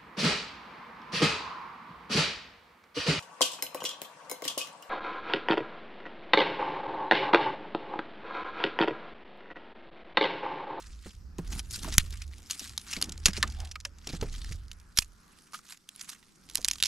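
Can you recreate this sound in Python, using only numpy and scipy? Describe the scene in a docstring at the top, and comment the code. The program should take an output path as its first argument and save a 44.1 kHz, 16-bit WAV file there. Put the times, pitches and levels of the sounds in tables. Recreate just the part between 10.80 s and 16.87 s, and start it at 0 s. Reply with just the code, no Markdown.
"""Sharp cracks of dry wood and rustling bark stand out over dull thuds, a low rumble and quiet open air.
Sticks are pulled over the ground, snapped and dropped into a stone fire pit, close to a small camera.
Noise bursts make the cracks, clumped clicks the rustle and scraping, and resonances ring the wood and ground.
The loudest cracks overload the microphone, which answers with a low push."""
import sys
import numpy as np
from scipy import signal
from scipy.fft import rfft, irfft, next_fast_len
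from scipy.io import wavfile
from scipy.ndimage import uniform_filter1d

SR = 44100
rng = np.random.default_rng(int(sys.argv[2]) if len(sys.argv) > 2 else 0)


def waveform_to_disk(signal):
    """Save audio, clipped to [-1, 1], as 16-bit WAV at the path in sys.argv[1]."""
    frames = np.transpose(np.atleast_2d(signal))
    scaled = np.clip(frames, -1, 1) * 32767
    samples = np.round(scaled).astype(np.int16)
    wavfile.write(sys.argv[1], SR, samples)


def level_to_linear(level):
    """Convert decibel levels to linear amplitude factors, elementwise."""
    exponent = np.asarray(level, float) / 20
    return 10 ** exponent


N = 267819  # length in samples

# How busily the wood is handled, a bed under the single strokes and slides.
# Each row: time in seconds, relative level in dB.
BUSY = [(.56, -88), (.6, -66), (1.45, -68), (1.58, -58.5), (2.05, -56.5), (2.42, -61), (2.72, -56),
        (2.9, -59.5), (2.97, -80), (3.17, -75.5), (3.3, -59), (3.4, -73), (3.44, -57), (3.72, -59),
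        (3.82, -68), (4.15, -71), (4.6, -66), (5.06, -75), (5.15, -64), (5.62, -69), (5.72, -58)]


def evened(x):
    """Scales a signal to an rms of 1."""
    return x / np.sqrt(np.mean(x ** 2) + 1e-20)


def smooth_patches(x, rows, columns):
    """Averages a random grid over so many rows and columns, leaving soft patches of rms 1."""
    return evened(uniform_filter1d(uniform_filter1d(x, size=rows, axis=0), size=columns, axis=1))


def read(points, hz):
    """Reads a table of (Hz, value) at any frequencies, with straight lines over log frequency."""
    f, value = np.transpose(points)
    return np.interp(np.log(hz + 1), np.log(f + 1), value)


def curves(rows):
    """Turns each column of a time table into a curve with one value a sample."""
    s, *columns = np.transpose(rows)
    return [np.interp(np.arange(N) / SR, s, c) for c in columns]


def add(mix, s, sound):
    """Mixes a sound in at s seconds."""
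    part = mix[round(s * SR):][:len(sound)]
    part += sound[:len(part)]


def colour(x, points):
    """Filters to a spectrum given as (Hz, dB), with no sound ahead of its cause (minimum phase)."""
    log_gain = np.log(level_to_linear(read(points, abs(np.fft.fftfreq(4096, 1 / SR)))))
    taps = np.fft.ifft(np.exp(np.conj(signal.hilbert(log_gain)))).real[:2048]
    taps = taps.reshape((1,) * (x.ndim - 1) + (-1,))
    return signal.oaconvolve(x, taps, axes=-1)[..., :x.shape[-1]]


def resonate(x, hz, width):
    """A resonance with a gain of about 1 at its pitch; a narrower width in Hz rings longer."""
    pole = np.exp((2j * np.pi * hz - np.pi * width) / SR)
    return 2 * signal.lfilter([1 - abs(pole)], [1, -pole], x).real


def grains(per_s, spread_db, clump_db):
    """Random clicks of uneven size that get larger and smaller in clumps, rms 1."""
    clumps = evened(uniform_filter1d(rng.standard_normal(N), size=250))
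    size = level_to_linear(spread_db * np.minimum(rng.exponential(1, N), 5) + clump_db * clumps)
    return evened(size * rng.choice([-1., 1.], N) * (rng.random(N) < per_s / SR))


def swells(rows):
    """Gain of strokes (peak s, dB, s to rise 20 dB, s to fall 20 dB), straight in dB; powers add."""
    t, power = np.arange(0, N + 32, 32) / SR, 1e-12
    for s, db, rise, fall in rows:
        power = power + level_to_linear(db - 20 * np.maximum((s - t) / rise, (t - s) / fall)) ** 2
    return np.interp(np.arange(N) / SR, t, np.sqrt(power))


def air():
    """Quiet open air: noise with drifting patches of level, partly shared by both microphone ports."""
    # Spectrum of the air. Each row: frequency in Hz, relative level in dB per Hz.
    spectrum = [(18, 0), (34, 8), (56, -14), (80, -24), (118, -18), (150, 5), (649, -18), (1350, -8.5),
                (3300, -28), (5300, -18), (10500, -31.5), (13000, -29.5), (15000, -62)]
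    # How alike left and right are. Each row: frequency in Hz, likeness from 0 to 1.
    likeness = [(60, 0.992), (240, 0.51), (950, 0.29), (3770, 0.51), (15000, 0.68)]
    frames, hz = N // 256 + 5, np.fft.rfftfreq(1024, 1 / SR)
    a, b, c, d, grid = rng.standard_normal((frames, 513, 5)).T
    patches = smooth_patches(grid, 12, 14)
    drift = smooth_patches(patches, 50, 50)  # slow, broad shifts
    same = np.clip(read(likeness, hz), -1, 1)[:, None]
    left = a + 1j * b
    right = same * left + np.sqrt(1 - same ** 2) * (c + 1j * d)
    z = np.array([left, right])
    z *= level_to_linear(read(spectrum, hz)[:, None] + 1.6 * patches + 2.2 * drift)
    return level_to_linear(-64) * evened(signal.istft(z, nperseg=1024, noverlap=768)[1][:, :N])


def rumble():
    """The dragged branch shakes the ground: noise swings two modes of the camera's seat fairly evenly."""
    # Modes of the camera on the ground. 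Each row: frequency in Hz, width of the first resonance in Hz.
    modes = [(40, 24), (73, 10)]
    # Shakes of the ground. Each row: peak time in seconds, low mode level in dB, high mode level in dB,
    # seconds to rise 20 dB, seconds to fall 20 dB.
    shakes = [(.13, -43, -71, 0.25, .3), (.42, -47, -43, 0.21, 0.32), (.7, -35, -43, 0.16, 0.3771),
              (.94, -42, -46, 0.25, .5), (1.14, -35, -41, 0.22, 0.3222), (1.32, -39, -41, 0.29, 0.29),
              (1.5, -48, -44, 0.35, 0.2129), (1.9, -54, -46, .09, .16), (2.38, -45, -44, 0.21, 0.5),
              (2.64, -39, -38.5, 0.58, 0.54), (2.83, -39, -40.5, 0.28, 0.0528),
              (3.43, -35.5, -45.5, 0.1372, 0.626), (3.72, -39, -42, .6, 0.2866),
              (4.2, -45.5, -64.5, .02, 0.2125), (5.88, -50.5, -72, 0.27, 0.38)]
    noise = rng.standard_normal((2, 2, N))
    out = np.zeros((2, N))
    for k, ((hz, width), pair) in enumerate(zip(modes, noise)):
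        shared, opposed = (evened(resonate(resonate(v, hz, width), hz, 2.9 * width)) for v in pair)
        envelope = abs(signal.hilbert(shared, next_fast_len(N))[:N])
        shared = evened(shared / (envelope + 0.16) ** .7)  # evens out the swing
        level = swells([(s, db[k], rise, fall) for s, *db, rise, fall in shakes])
        # the right port feels more
        out += level * np.array([0.795 * shared + .14 * opposed, 1.085 * shared - .14 * opposed])
    return out


def rustle(breaks):
    """Dense tiny scrapes of bark, their colour shifting; the second row reaches the ports unalike."""
    # Bark and twigs rubbing. Each row: peak time in seconds, relative level in dB,
    # seconds to rise 20 dB, seconds to fall 20 dB.
    rubs = [(0.001, -54, 1.25, 0.31), (.27, -53, 0.1035, 0.14), (.73, -44.5, 0.0557, 0.0937),
            (.791, -41, 0.1033, 0.0271), (.945, -33.5, 0.0222, 0.0649), (.965, -36.5, 0.0955, 0.0151),
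            (1.031, -38, 0.018, 0.16), (1.142, -34.5, 0.0172, 0.03), (1.25, -53, 0.0674, 0.15),
            (1.325, -50.5, 0.0333, .08), (1.43, -51, 0.127, 0.03), (1.709, -38.5, .018, 0.1027),
            (1.805, -40, 0.0379, 0.1356), (2.132, -42, 0.1521, 0.13), (2.475, -31.5, 0.0295, 0.0415),
            (2.569, -38, 0.0333, 0.0439), (3.369, -48.5, 0.182, 0.017), (3.537, -49, 0.14, .21),
            (3.737, -50.5, 0.34, 0.0568), (4.18, -38, 0.0186, 0.03), (4.74, -43, 0.0118, 0.0471),
            (4.766, -44.5, 0.0327, .03), (4.93, -50, 0.1025, 0.0336), (5.215, -47, 0.06, 0.1029),
            (5.293, -42, 0.0256, 0.0663), (5.934, -45, 0.025, 0.06)]
    # Spectrum of the rustle. Each row: frequency in Hz, gain in dB.
    spectrum = [(400, -37.5), (800, -18.5), (1200, -6), (3000, -4), (5000, -3), (7000, -5.5), (10800, -13),
                (13500, -25), (15500, -52)]
    # How thick the rubbing twigs are. 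Each row: time in seconds, gain of the lower rustle in dB.
    thickness = [(0, 2.5), (.8, -1), (.95, -8), (1.04, -1.5), (1.35, 5), (1.7, -3), (2.1, 2.5), (2.95, 4),
                 (4.25, -3), (5.0, 7.5), (5.2, -1), (5.35, 3), (5.5, -4)]
    thick_hz = 2800  # the thickness gain fades out around here
    flakes = np.diff(grains(240, 3.5, 2.5), prepend=0)  # single bark flakes pop thinly
    alike = grains(8000, 4.0, 3.3) + 0.37 * flakes
    rows = np.array([alike, .28 * grains(11000, 2.3, 2.6)])
    # bark crumbs rustle after each crack
    delay_s, debris_db, rise_s, fall_s = 0.0089, -38.5, .008, .04
    debris = [(c[0] + delay_s, c[1] + debris_db, rise_s, fall_s) for c in breaks]
    level = np.hypot(swells(rubs + debris), level_to_linear(curves(BUSY)[0]))
    hz, t, z = signal.stft(colour(rows * level, spectrum), SR, nperseg=256)
    low_share = 1 / (1 + (hz / thick_hz) ** 4)
    z = z * level_to_linear(np.outer(low_share, np.interp(t, *np.transpose(thickness))))
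    patches = smooth_patches(rng.standard_normal(z.shape[1:]), 10, 7)
    return level_to_linear(7.5) * signal.istft(z * level_to_linear(3.1 * patches), nperseg=256)[1][:, :N]


def scrape():
    """Slower slips of heavy wood ring its hollow middle range; a bent branch groans once."""
    # Slides of thick wood. Each row: peak time in seconds, relative level in dB,
    # seconds to rise 20 dB, seconds to fall 20 dB.
    slides = [(.75, -48, .15, 0.117), (1.07, -40, .08, .08), (2.22, -50.5, .21, 0.277),
              (2.65, -41, .03, .06), (3.425, -52.5, .11, 0.093)]
    heavy_db = -8  # thick wood in the busy bed, relative to bark
    slips = grains(3000, 4.1, 2.4) * np.hypot(swells(slides), level_to_linear(curves(BUSY)[0] + heavy_db))
    wood = 1.1 * resonate(resonate(slips, 760, 420), 760, 420) + 0.82 * resonate(slips, 1210, 390)
    creak = (2.81, -59, .05, .11)  # the groan, same columns as the slides
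    groan = swells([creak]) * evened(resonate(grains(4000, 2.0, 2.5), 750, 200))
    body = 3.45 * resonate(resonate(slips, 170, 260), 170, 260)
    return level_to_linear(10.0) * (wood + groan + body)


def thuds():
    """A dull blow: a gritty push rings one mode at the listed pitch and a broad woody band around 270 Hz."""
    # Branches knocking ground and stones. Each row: start in seconds, level in dB,
    # pitch of the mode in Hz, time in which it falls by 60 dB in seconds.
    knocks = [(0.259, -34.5, 190.4, 0.075), (0.585, -26, 169.5, 0.09), (1.074, -36, 640, 0.03),
              (1.812, -42.5, 223, 0.09), (2.171, -32, 182.5, 0.04), (2.283, -35, 170.4, 0.11),
              (2.458, -30, 420, .03), (2.482, -26, 190, 0.06), (2.577, -31, 200, 0.06),
              (3.052, -50, 570, .07), (3.27, -37, 299, 0.022), (3.293, -37, 190, .05),
              (3.334, -28, 165, 0.06), (3.421, -25, 95, 0.073), (3.424, -23, 380, .028),
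              (3.71, -37.5, 139.5, 0.08), (5.784, -38, 450, 0.012)]
    out, t = np.zeros(N), np.arange(9000) / SR
    for (s, db, hz, t60), noise in zip(knocks, rng.standard_normal((len(knocks), len(t)))):
        blow = (.6 + noise) * t * np.exp(-t / 0.004)
        gritty = blow + .0004 * noise * np.exp(-t / .025)  # soil settles
        mode = resonate(gritty, hz, 2.2 / t60)
        wood = resonate(resonate(gritty, 270, 340), 270, 340)
        add(out, s, level_to_linear(db) * (mode / abs(mode).max() + 0.38 * wood / abs(wood).max()))
    return out


def blows():
    """Lists the cracks and the ticks of thin twigs and flakes; each tick has its own pitch and length."""
    # Cracks of wood. Each row: start in seconds, level in dB, length in seconds,
    # ring of the stick relative to the crack level in dB, ring pitch in Hz.
    large = [(.5838, -28.5, 0.0077, -15, 850), (.793, -23, 0.0347, -15.5, 2406),
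             (1.046, -36.5, 0.0205, 5.5, 989), (1.1245, -25.5, 0.041, -10, 1932),
             (1.1399, -19.5, 0.0134, -22.5, 5940), (1.1813, 2.5, 0.01547, -17, 3700),
             (1.325, -33, 0.0143, -10, 7000), (1.4186, -29, 0.0248, -11.5, 2544),
             (1.5349, -44.5, 0.0138, 1.5, 2161), (1.6993, -28, 0.039, -14.5, 1500),
             (1.7091, -13.5, 0.0181, -28.5, 6230), (1.794, -24, 0.031, -25.5, 5670),
             (1.9778, -14, .016, -19, 1240), (2.1292, -25.5, .042, -6, 2600),
             (2.1336, -19, 0.0184, -13.5, 1066), (2.1651, -24, .033, -10, 2287),
             (2.2141, -16.5, 0.0164, -14.5, 1075), (2.224, -6.5, 0.0101, -18, 1250),
             (2.241, -24.5, 0.0213, -19, 1020), (2.2939, -26.5, 0.0213, -17.5, 910),
             (2.457, -1, 0.0311, -17.5, 6650), (2.5324, -25, 0.021, -15.5, 1920),
             (2.5665, -28.5, .026, -1, 2493), (2.6278, -9, 0.0152, -9.5, 3903),
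             (2.6282, -23, .021, 10, 1770), (2.631, -32.5, 0.0465, 9, 1096), (2.632, -36, 0.0372, 11, 1290),
             (2.8022, -29, 0.02, -17, 1600), (2.913, -29, 0.0352, -18, 2550), (2.9556, -34, 0.018, 2, 2256),
             (2.957, -42, .024, 10, 1253), (3.0504, -20.5, 0.022, -10, 5200), (3.052, -34, 0.026, 8, 1700),
             (3.2717, -21, 0.0168, -17.5, 832), (3.2911, -31.5, 0.058, -10.5, 2405),
             (3.3295, -33.5, 0.027, -10.5, 1906), (3.4111, -26.5, 0.0248, -8.5, 1570),
             (3.6448, -32, 0.0217, -10.5, 1952), (3.9152, -29, 0.0188, -17.5, 3082),
             (4.1733, -12.5, 0.0289, -22, 5640), (4.1865, -1.5, 0.01503, -13, 2480),
             (4.2217, -26.5, 0.0228, -9.5, 2560), (4.7335, -34.5, 0.0219, -2, 1205),
             (4.7426, -33.5, 0.028, 3, 1246), (4.7897, -39.5, 0.0124, -3, 1230),
             (5.0895, -27, 0.0117, -17.5, 3110), (5.2119, -26, 0.0206, -19, 6200),
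             (5.2911, -31.5, 0.047, -15.5, 2435), (5.3315, -35.5, 0.0254, -9.5, 1620),
             (5.428, -49, 0.013, 1.5, 1897), (5.755, -6, 0.0081, -20, 5210),
             (5.772, -19, 0.0078, -24, 4510), (5.779, -26, 0.022, -13.5, 944),
             (5.8464, -8, 0.0137, -21, 4050), (5.8525, -19, 0.0126, -14, 2000),
             (5.878, -31.5, 0.04, -14, 2540), (5.8842, -7.5, 0.0136, -27, 7840),
             (5.912, -11, 0.017, -17.5, 5910), (5.9561, -30.5, 0.0202, -12.5, 1190),
             (6.001, -28.5, 0.0353, -10.5, 3190), (6.0261, -3, 0.0068, -18.5, 3670),
             (6.0358, -10, 0.022, -16.5, 3895), (6.0486, -24, 0.05, -13.5, 2530),
             (6.0558, -14, .03, -22, 5650), (6.0665, -18.5, 0.0133, -19, 6000)]
    # Thin twigs and bark flakes ticking. Each row: start in seconds, level in dB.
    small = [(.3496, -46), (.6749, -37), (.7327, -32), (.909, -27), (1.0316, -28), (1.0862, -30),
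             (1.259, -42), (1.306, -33), (1.373, -36), (1.478, -42), (1.5818, -39), (1.6292, -41),
             (1.66, -41), (1.8492, -33), (1.8746, -31), (1.8945, -30), (2.0143, -35), (2.0837, -33),
             (2.258, -36), (2.3211, -25), (2.3777, -30), (2.676, -31), (2.7003, -34), (2.7217, -37),
             (2.8489, -35), (2.8729, -38), (3.0021, -33), (3.0094, -35), (3.1847, -42), (3.497, -37),
             (3.5279, -38), (3.7264, -35), (3.8821, -43), (3.93, -43), (3.9993, -44), (4.245, -40),
             (4.723, -46), (4.8958, -40), (4.9733, -41), (5.161, -36), (5.689, -38), (5.698, -31),
             (5.712, -37), (5.7475, -29), (5.8155, -30), (5.827, -35), (5.902, -30), (5.9336, -23),
             (5.9833, -32)]
    length_s, ring_db, pitch_hz = .016, -22, 5200  # typical tick, before the random spread
    spread = np.exp(.3 * rng.standard_normal((len(small), 2)))
    return large + [(s, db, length_s * a, ring_db, pitch_hz * b) for (s, db), (a, b) in zip(small, spread)]


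def cracks(rows):
    """A sharp snap, then fibres tear in a short burst that also rings the stick."""
    # Spectrum of a crack before its tilt. Each row: frequency in Hz, gain in dB.
    spectrum = [(300, -37.5), (800, -17), (2400, -3.5), (4400, 0.5), (7400, -2), (8700, -12), (10000, -5.5),
                (12000, -12.5), (14500, -28), (16000, -60)]
    # Ringing modes of a stick. Each row: multiple of the ring pitch, level in dB,
    # relative ring length in seconds (scaled below).
    modes = [(1., 5.5, 0.022), (1.09, -1, .018), (.57, -14, 0.02), (1.85, -13.5, 0.018)]
    bright_hz, duller_hz_per_db = 4500, 60  # thick sticks ring more and sound duller
    thin_hz = 2800  # a twig that rings above this also cracks at that pitch
    tear_share, tear_stop = 0.623, 2.2  # fibres tear evenly, then stop short: share of length, steepness
    out, t = np.zeros(N), np.arange(5000) / SR
    for (s, db, t60, ring_db, ring_hz), noise in zip(rows, rng.standard_normal((len(rows), 2, len(t)))):
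        hz = (bright_hz - duller_hz_per_db * ring_db) * np.exp(0.11 * noise[1, -1])
        hz = ring_hz if ring_hz > thin_hz else hz

        snap = 0.82 * np.exp(-t / 0.00055)
        tear = .6 * level_to_linear(-60 * (t / (tear_share * t60)) ** tear_stop)
        tail = .25 * level_to_linear(-60 * t / t60)
        scatter = level_to_linear(-36.5 - 60 * t / 0.049)  # off the stones
        fall = np.minimum(t / 0.00014, 1) * (snap + tear + tail + scatter)
        spurts = 0.16 + abs(uniform_filter1d(noise[1], size=12)) * 6.7
        tearing = noise[0] * spurts * fall

        tilt = -0.1267 * (ring_db + 17)  # dB an octave: thin twigs crack brighter
        burst = colour(tearing, [(f, g + tilt * np.log2(f / 4000)) for f, g in spectrum])
        burst = burst + 1.1 * resonate(burst, hz, 0.13 * hz)
        burst /= np.sqrt((burst ** 2).sum() / (t60 * SR))

        # a gripped or lightly knocked stick rings weak and short
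        free = np.clip((ring_db + 22) / 18, .25, 1) * min(1, t60 / .03)
        damping = 1.4 * max(1, ring_hz / thin_hz) ** 2 / free
        ring = sum(level_to_linear(g) * resonate(tearing, k * ring_hz, damping / d) for k, g, d in modes)
        add(out, s, level_to_linear(db - 18.0) * burst + level_to_linear(db + ring_db) * ring / abs(ring).max())
    return out


def ports(near):
    """The sound moves with the hands; the left port differs from the right in level and phase."""
    # Where the hands work. Each row: time in seconds, left minus right in dB,
    # treble gain in dB (lower when the body shades the wood).
    hands = [(0, -1.5, -4.5), (.8, 1, 3), (2.1, 0.5, 1.5), (2.65, 0, -7), (3.6, 0.5, -5.5), (4.2, -4, 5),
             (4.8, -1.5, 6.5), (5.4, -4, 4.5), (6.07, -3, 1)]
    # Left port relative to the right. Each row: frequency in Hz, level in dB, phase in radians.
    difference = [(300, -2, -.12), (3200, -1, -.6), (9000, 0, -.25), (13000, 4, -1.)]
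    pan_db, treble_db = curves(hands)
    treble = signal.sosfilt(signal.butter(2, 7000, "high", fs=SR, output="sos"), near)
    near = near + (level_to_linear(treble_db) - 1) * treble
    size = next_fast_len(N)
    hz = np.fft.rfftfreq(size, 1 / SR)
    gain = level_to_linear(read([p[:2] for p in difference], hz))
    turn = np.exp(1j * read([p[::2] for p in difference], hz))
    left = irfft(rfft(near, size) * gain * turn, size)[:N]
    return np.array([left * level_to_linear(pan_db / 2), near * level_to_linear(-pan_db / 2)])


def scene():
    """All sources as they reach the camera, left and right."""
    breaks = blows()
    alike, unalike = rustle(breaks)
    near = cracks(breaks) + thuds() + scrape() + alike
    return ports(near) + unalike * [[1], [-1]] + rumble() + air()


def top_cut(x):
    """Nothing passes above the cut-off."""
    return signal.sosfilt(signal.butter(12, 16380, fs=SR, output="sos"), x)


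def record(dry):
    """Overload shifts the microphone input into a slowly recovering negative push, then it clips."""
    keep = np.exp(-1 / (0.00157 * SR))  # smoothing over 1.57 ms
    power = signal.lfilter([1 - keep], [1, -keep], np.minimum(dry ** 2, 1).mean(0))
    push = signal.lfilter([1 - keep], [1, -keep], np.tanh(level_to_linear(38.5) * power ** 2))
    push -= signal.lfilter([1 - keep ** .05], [1, -keep ** .05], push)  # the input blocks steady pressure
    clipped = np.clip(dry - np.array([[.3], [.6]]) * push, -1, 1)  # the right is pushed harder
    top_end = signal.butter(6, 15000, fs=SR, output="sos")  # the microphone's top end
    mix = signal.sosfilt(top_end, clipped)
    return top_cut(mix)


dry = scene()
out = record(dry)
waveform_to_disk(out)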